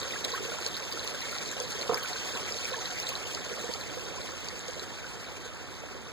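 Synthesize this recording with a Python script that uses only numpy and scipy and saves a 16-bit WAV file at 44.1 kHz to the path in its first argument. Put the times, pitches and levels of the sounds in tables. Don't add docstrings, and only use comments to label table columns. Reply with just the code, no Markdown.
import sys
import numpy as np
from scipy import signal
from scipy.io import wavfile
from scipy.ndimage import uniform_filter1d

SR = 44100
rng = np.random.default_rng(int(sys.argv[2]) if len(sys.argv) > 2 else 0)


def level_to_linear(level):
    exponent = np.asarray(level, float) / 20
    return 10 ** exponent


def master(y):
    cut = np.clip(np.atleast_2d(y).T, -1, 1)
    pcm = np.round(cut * 32767)
    wavfile.write(sys.argv[1], SR, pcm.astype(np.int16))


N = 269892

# time in seconds, level in dB, lead of the right capsule in samples.
NEARNESS = [
    (0.0, -43.5, 4),
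    (0.85, -43.5, 4.9),
    (1.81, -43.5, 4.9),
    (2.25, -42.5, 1.7),
    (2.98, -43, 6.3),
    (3.54, -45, 5.7),
    (4.29, -47, 8.4),
    (5.25, -50.5, 2.9),
    (6.12, -55.5, 6.4),
]
# frequency in Hz, level in dB per Hz when the creek is close.
FIZZ_SPECTRUM = [(1500, -93.5), (2500, -79.5), (4000, -81), (6000, -81.5), (7600, -83), (9000, -89.5),
                 (10300, -100), (13500, -94), (16000, -99)]
# frequency in Hz, level in dB per Hz when the creek is close.
GURGLE_SPECTRUM = [(150, -75.5), (300, -79.5), (480, -70), (700, -81.5), (1000, -84), (1500, -79.5),
                   (2200, -83), (4000, -102.5)]
# frequency in Hz, level in dB per Hz.
FOREST_SPECTRUM = [(30, -57.5), (60, -77), (90, -71), (170, -73), (350, -75), (700, -82.5), (1500, -81.5),
                   (4000, -91.5), (9000, -104), (11000, -114)]
# frequency in Hz, change in dB.
CASE_SHADE = [(300, -2), (1200, -9), (2200, -3.5), (3400, -11), (6500, -5), (9000, -8.5), (14000, -15)]
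# frequency in Hz, likeness from 0 to 1.
LIKENESS = [(90, 0.74), (170, 0.6), (450, 0.98), (1000, 0.74), (1800, 0.042), (4000, 0.033), (10000, 0.037)]
# start in seconds, peak in dB, pitch in Hz.
CLEAR_DROPS = [(0.0158, -29, 3780), (0.0303, -27.5, 4200), (0.1232, -28, 3660), (0.2429, -24, 3960),
               (0.3188, -27, 4580), (0.3246, -29, 3950), (0.5005, -34, 3400), (0.6732, -35, 4200),
               (0.7668, -26, 4250), (0.6852, -32, 4310), (0.7433, -28.5, 3720), (0.9236, -26, 4650),
               (0.994, -25.5, 4100), (1.3125, -30, 4390), (1.3847, -27.5, 4000), (1.4591, -28, 4220),
               (1.8128, -25.5, 4200), (1.8212, -26, 4340), (1.9442, -20.5, 5000), (2.1314, -25.5, 4240),
               (2.352, -32, 3920), (2.5225, -25.5, 5050), (2.5863, -26.5, 4250), (2.7311, -26, 3900),
               (3.029, -26.5, 4030), (3.0689, -25.5, 4030), (3.1534, -23, 4030), (2.857, -25, 4000),
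               (3.8112, -30, 4070), (4.215, -34, 4000)]
# start in
# seconds, peak in dB, pitch in Hz.
SINGLE_BUBBLES = [(0.1068, -30, 2320), (0.1358, -32, 1880), (0.1591, -32, 1570), (0.3376, -29, 1015),
                  (0.3477, -29, 1480), (0.3753, -33.5, 1210), (0.5175, -32.5, 1360), (0.5857, -36, 1315),
                  (0.7715, -35, 1460), (0.9703, -35, 1330), (1.2185, -35, 1880), (1.3259, -33.5, 1315),
                  (1.9731, -30, 2200), (2.0457, -33, 1390), (2.1603, -35, 1480), (2.3577, -39, 1010),
                  (2.6523, -30, 2280), (2.7365, -31.5, 996), (2.7423, -30, 1610), (2.7815, -33, 900),
                  (2.9846, -31, 2230), (3.1167, -35, 1020), (3.7451, -36, 1210), (4.18, -38, 980),
                  (5.0425, -35.5, 1390), (1.0821, -35, 2550), (1.8277, -33, 2600), (2.3719, -28, 2570),
                  (3.2721, -38, 2650)]
# start in seconds, peak in dB, pitch in Hz.
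HOLLOW_GLUGS = [(0.052, -34.5, 526), (0.329, -33, 466), (0.405, -28.5, 396), (0.451, -34, 433),
                (0.487, -32.5, 457), (0.519, -32.5, 603), (0.609, -34, 413), (0.662, -33.5, 460),
                (0.859, -35.5, 394), (1.415, -35, 425), (1.602, -29.5, 488), (1.638, -33, 510),
                (1.751, -32, 400), (1.954, -36, 540), (2.431, -34.5, 387), (2.638, -35.5, 500),
                (2.719, -29, 507), (2.76, -37, 443), (3.096, -34.5, 534), (3.355, -33, 405),
                (3.64, -31.5, 470), (3.69, -31.5, 494), (3.97, -30, 500), (4.526, -36, 500),
                (4.684, -32, 503), (4.821, -38, 383), (5.455, -37, 475), (5.836, -36, 596)]
# start in seconds, peak in dB.
SPRAY_TICKS = [(0.0293, -32), (0.2039, -38), (0.2473, -29), (0.2783, -40), (0.3571, -32), (0.4254, -34),
               (0.5126, -34), (0.6025, -29), (0.6784, -33), (0.7654, -29), (0.9058, -33), (0.9243, -31),
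               (1.041, -26), (1.2121, -28), (1.313, -29), (1.4112, -36), (1.5918, -36), (1.6207, -30),
               (1.6995, -29.5), (1.9415, -25.5), (1.978, -28), (2.0313, -26.5), (2.0905, -33),
               (2.2972, -40), (2.9976, -30), (3.0886, -27)]
# start in seconds, splash peak in dB, drop peak in dB, drop pitch in Hz.
STONE_SPLASHES = [(0.247, -20, -25.5, 3830), (0.6627, -24.5, -20.5, 4400), (1.075, -26, -23.5, 4200),
                  (1.6006, -27, -28, 6200), (2.653, -38, -28, 5560), (2.9994, -32, -25, 5600),
                  (3.0897, -26, -30, 4240), (3.1028, -33, -39, 7100), (3.3477, -30, -28.5, 4330),
                  (3.737, -30, -25.5, 4330), (4.485, -29, -28, 4690), (4.682, -32, -46, 5870),
                  (4.795, -38, -27, 4030)]
# start in seconds, peak in dB, upper mode gain in dB, thud in dB, free ringing in seconds.
HEEL_BLOWS = [(1.8938, -14, 1, -7, 0.0137), (1.912, -22.5, 9.5, -13, 0.0027),
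              (1.9201, -17, -13, -8.5, 0.0043), (1.9272, -27.5, 4, 5, 0.0076), (1.933, -33, 16, 0, 0.007),
              (1.944, -33, 13, -12, 0.0071), (1.954, -29, -3, -7, 0.013), (1.968, -35, 4, -4, 0.0092),
              (1.983, -47, 4, -6, 0.016), (2.001, -37, 4, -19, .015), (3.691, -35, -14, 12, 0.0088)]
# frequency in Hz, level in dB, time to fall 60 dB in seconds.
BOARD_MODES = [(460, -2.5, 0.053), (688, -7, 0.022), (1035, -9.5, 0.019), (1210, -19, 0.056),
               (2800, -29, 0.027)]
# frequency in Hz, level in dB.
HIDDEN_BELOW = [(700, -24), (1400, -16), (3000, -14), (8000, -14.5), (9300, -5.5), (16000, -3)]


def evened(x):
    return x / np.sqrt(np.mean(x ** 2) + 1e-20)


def read(points, hz):
    point_hz, value = np.transpose(points)
    return np.interp(np.log(hz + 1), np.log(point_hz + 1), value)


def fizz_level(t):
    s, db, _ = np.transpose(NEARNESS)
    return np.interp(t, s, db)


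def gurgle_level(t):
    return 0.63 * fizz_level(t) - 16.5


def right_lead(t):
    s, _, lead = np.transpose(NEARNESS)
    return np.interp(t, s, lead)


def add(mix, s, sound, shade_db, lead):
    left_at = round(s * SR)
    right_at = max(round(s * SR - lead), 0)
    for side, at, db in ((0, left_at, 0.1), (1, right_at, shade_db)):
        part = mix[side, at:][:len(sound)]
        part += level_to_linear(db) * sound[:len(part)]


def ring(hz, t60, rise, cycles):
    t60 = np.clip(t60, 0.002, 0.3)
    t = np.arange(0, t60, 1 / SR)
    tone = np.sin(2 * np.pi * hz * (t + rise * t ** 2 / t60))
    start = 1 - np.exp(-t * hz / cycles)
    return tone * level_to_linear(-60 * t / t60) * start


def wash():
    frames, hop = N // 128 + 5, 128
    hz = np.fft.rfftfreq(512, 1 / SR)[:, None]
    t = np.arange(frames) * hop / SR
    a, b, c, d, patches = rng.standard_normal((frames, 257, 5)).T
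    patches = uniform_filter1d(patches, size=7, axis=0)
    patches = evened(uniform_filter1d(patches, size=9, axis=1))
    flicker = evened(uniform_filter1d(rng.standard_normal(frames), size=7))
    fizz = level_to_linear(read(FIZZ_SPECTRUM, hz) + fizz_level(t) + 43.5 + 2.0 * patches + 1.76 * flicker)
    gurgle = level_to_linear(read(GURGLE_SPECTRUM, hz) + gurgle_level(t) + 43.5 + 4.26 * patches + 0.46 * flicker)
    hum = level_to_linear(read(FOREST_SPECTRUM, hz))
    size = np.sqrt(fizz ** 2 + gurgle ** 2 + hum ** 2)

    left, other = a + 1j * b, c + 1j * d
    same = np.clip(read(LIKENESS, hz), 0, 1)
    early = np.exp(2j * np.pi * hz * right_lead(t) / SR)
    right = same * left * early + np.sqrt(1 - same ** 2) * other
    right = right * level_to_linear(read(CASE_SHADE, hz))
    plain = signal.istft(left, nperseg=512, noverlap=384)[1]
    unit = np.sqrt(np.mean(plain ** 2) * 2 / SR)
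    both = signal.istft(np.array([left, right]) * size, nperseg=512, noverlap=384)[1]
    return both[:, :N] / unit


def swarm(count, low_hz, high_hz, cycles, per_s, spread_db, db, level):
    out = np.zeros((2, N + SR))
    bursts = int(per_s / count * N / SR)
    for hz in np.geomspace(low_hz, high_hz, count):
        when, chance = rng.random((bursts, 2)).T
        size = level_to_linear(spread_db * np.minimum(-np.log(chance + 1e-9), 4))
        pop = ring(hz, cycles / hz, 0.092, 0.9)
        at = (when * N).astype(int)[:, None] + np.arange(len(pop))
        pops = np.bincount(at.ravel(), np.outer(size, pop).ravel(), N + SR)
        out[0] += pops
        out[1] += level_to_linear(read(CASE_SHADE, hz)) * np.roll(pops, -rng.integers(0, 14))
    return evened(out[:, :N]) * level_to_linear(db + level(np.arange(N) / SR))


def ringing_air(rows, gain_db, t60_at_1khz, rise, cycles):
    out = np.zeros((2, N))
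    for s, peak_db, hz in rows:
        tone = ring(hz, t60_at_1khz * (1000 / hz) ** 0.61, rise, cycles)
        add(out, s, level_to_linear(peak_db + gain_db) * tone, read(CASE_SHADE, hz), right_lead(s))
    return out


def drops():
    after_splash = [(s + 0.0008, db, hz) for s, _, db, hz in STONE_SPLASHES]
    return ringing_air(list(CLEAR_DROPS) + after_splash, 7.6, t60_at_1khz=0.021, rise=0.033, cycles=1.05)


def bubbles():
    return ringing_air(SINGLE_BUBBLES, 3.8, t60_at_1khz=0.042, rise=0.21, cycles=1.2)


def glugs():
    return ringing_air(HOLLOW_GLUGS, 2.1, t60_at_1khz=0.036, rise=0.032, cycles=0.35)


def spray_ticks():
    out = np.zeros((2, N))
    t = np.arange(800) / SR
    start = 1 - np.exp(-t / 0.00037)
    for s, peak_db in SPRAY_TICKS:
        bright = np.diff(rng.standard_normal(802), 2)
        add(out, s, level_to_linear(peak_db - 14.0 - 60 * t / 0.02) * start * bright, -3, right_lead(s))
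    return out


def stone_splashes():
    out = np.zeros((2, N))
    fade = level_to_linear(-60 * np.arange(800) / SR / 0.013)
    band = signal.butter(3, [2600, 7300], "band", fs=SR)
    for s, peak_db, *_ in STONE_SPLASHES:
        burst = signal.lfilter(*band, rng.standard_normal(800) * fade)
        add(out, s, level_to_linear(peak_db + 6.0) * burst, -6.5, right_lead(s))
    return out


def plank_knocks():
    out = np.zeros((2, N))
    for s, peak_db, upper_db, thud_db, free_s in HEEL_BLOWS:
        for hz, db, t60 in BOARD_MODES:
            mode = ring(hz, 1.04 * t60, 0, 0.59)
            sole_db = -4500 * np.maximum(np.arange(len(mode)) / SR - free_s, 0)
            mode_db = peak_db + db + upper_db * (900 < hz < 2000)
            add(out, s, level_to_linear(mode_db + sole_db) * mode, 0.3, 7)
        thud = ring(245, 0.013, 0, 0.33)
        add(out, s, level_to_linear(peak_db + thud_db + 6.0) * thud, 0.3, 7)
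    return out


def plank_shiver():
    out = np.zeros((2, N))
    t60, taps_per_s = 0.93, 500
    t = np.arange(0, t60, 1 / SR)
    hit = rng.random(len(t)) < taps_per_s / SR
    chatter = rng.standard_normal(len(t)) * hit * level_to_linear(-27 - 60 * t / t60)
    for hz in (800, 1250, 1600):
        flipped = chatter * rng.choice([-1, 1], len(t))
        add(out, 1.93, np.convolve(flipped, ring(hz, 0.01, 0, 0.54)) / 3, -1, 7)
    return out


def bank(x):
    t = np.arange(4000) / SR
    taps = rng.standard_normal((2, 4000)) * (rng.random((2, 4000)) < 0.05)
    taps = taps * level_to_linear(-60 * t / 0.026) * (t > 0.003)
    return signal.oaconvolve(x, taps / np.linalg.norm(taps[0]), axes=1)[:, :N]


def scene():
    close = swarm(count=16, low_hz=2300, high_hz=5100, cycles=42, per_s=90, spread_db=1.5, db=-8,
                  level=fizz_level)
    close += swarm(count=8, low_hz=900, high_hz=2000, cycles=40, per_s=56, spread_db=1.5, db=-11,
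                   level=gurgle_level)
    close += swarm(count=30, low_hz=2500, high_hz=7000, cycles=38, per_s=600, spread_db=4, db=-6,
                   level=fizz_level)
    close += swarm(count=8, low_hz=2300, high_hz=6850, cycles=2.83, per_s=200, spread_db=4.5, db=-10,
                   level=fizz_level)
    close += swarm(count=12, low_hz=380.5, high_hz=2097, cycles=24, per_s=150, spread_db=-1.0, db=-8,
                   level=gurgle_level)
    close += drops() + bubbles() + glugs() + spray_ticks() + stone_splashes()
    close += plank_knocks() + plank_shiver()
    return wash() + close + level_to_linear(-8.5) * bank(close)


def widen(x):
    delay = 16
    late = np.pad(x[::-1], ((0, 0), (delay, 0)))[:, :N]
    return (x - 0.93 * late) * level_to_linear(np.array([[-0.85], [0.85]]))


def thin(x):
    hz, _, z = signal.stft(np.array([x[0] + x[1], x[0] - x[1]]) / 2, SR, nperseg=2048)
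    power = uniform_filter1d(abs(z) ** 2, size=11, axis=1)
    both = uniform_filter1d(power.sum(0), size=25, axis=0)
    wander_db = 5 * np.repeat(rng.standard_normal((2, 65, z.shape[2])), 16, axis=1)[:, :len(hz)]
    treble = both[hz > 9000].sum(0)
    usual = uniform_filter1d(treble, size=15)
    low = (hz < 9000)[:, None]
    calm = (treble < 1.45 * usual) | (low & (treble < 2 * usual))
    limit = both * level_to_linear(2 * read(HIDDEN_BELOW, hz)[:, None] + wander_db)
    hidden = (power < limit) & calm
    mid, side = signal.istft(z * ~hidden, SR, nperseg=2048)[1][:, :N]
    return np.array([mid + side, mid - side])


def top_cut(x):
    return signal.sosfilt(signal.butter(12, 15760, fs=SR, output="sos"), x)


def record(dry):
    low_cut = signal.butter(4, 48, "high", fs=SR, output="sos")
    heard = signal.sosfilt(low_cut, dry)
    high_cut = signal.firwin(511, 15490, fs=SR)
    heard = signal.oaconvolve(heard, high_cut[None], "same")
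    return top_cut(thin(widen(heard)))


dry = scene()
out = record(dry)
master(out)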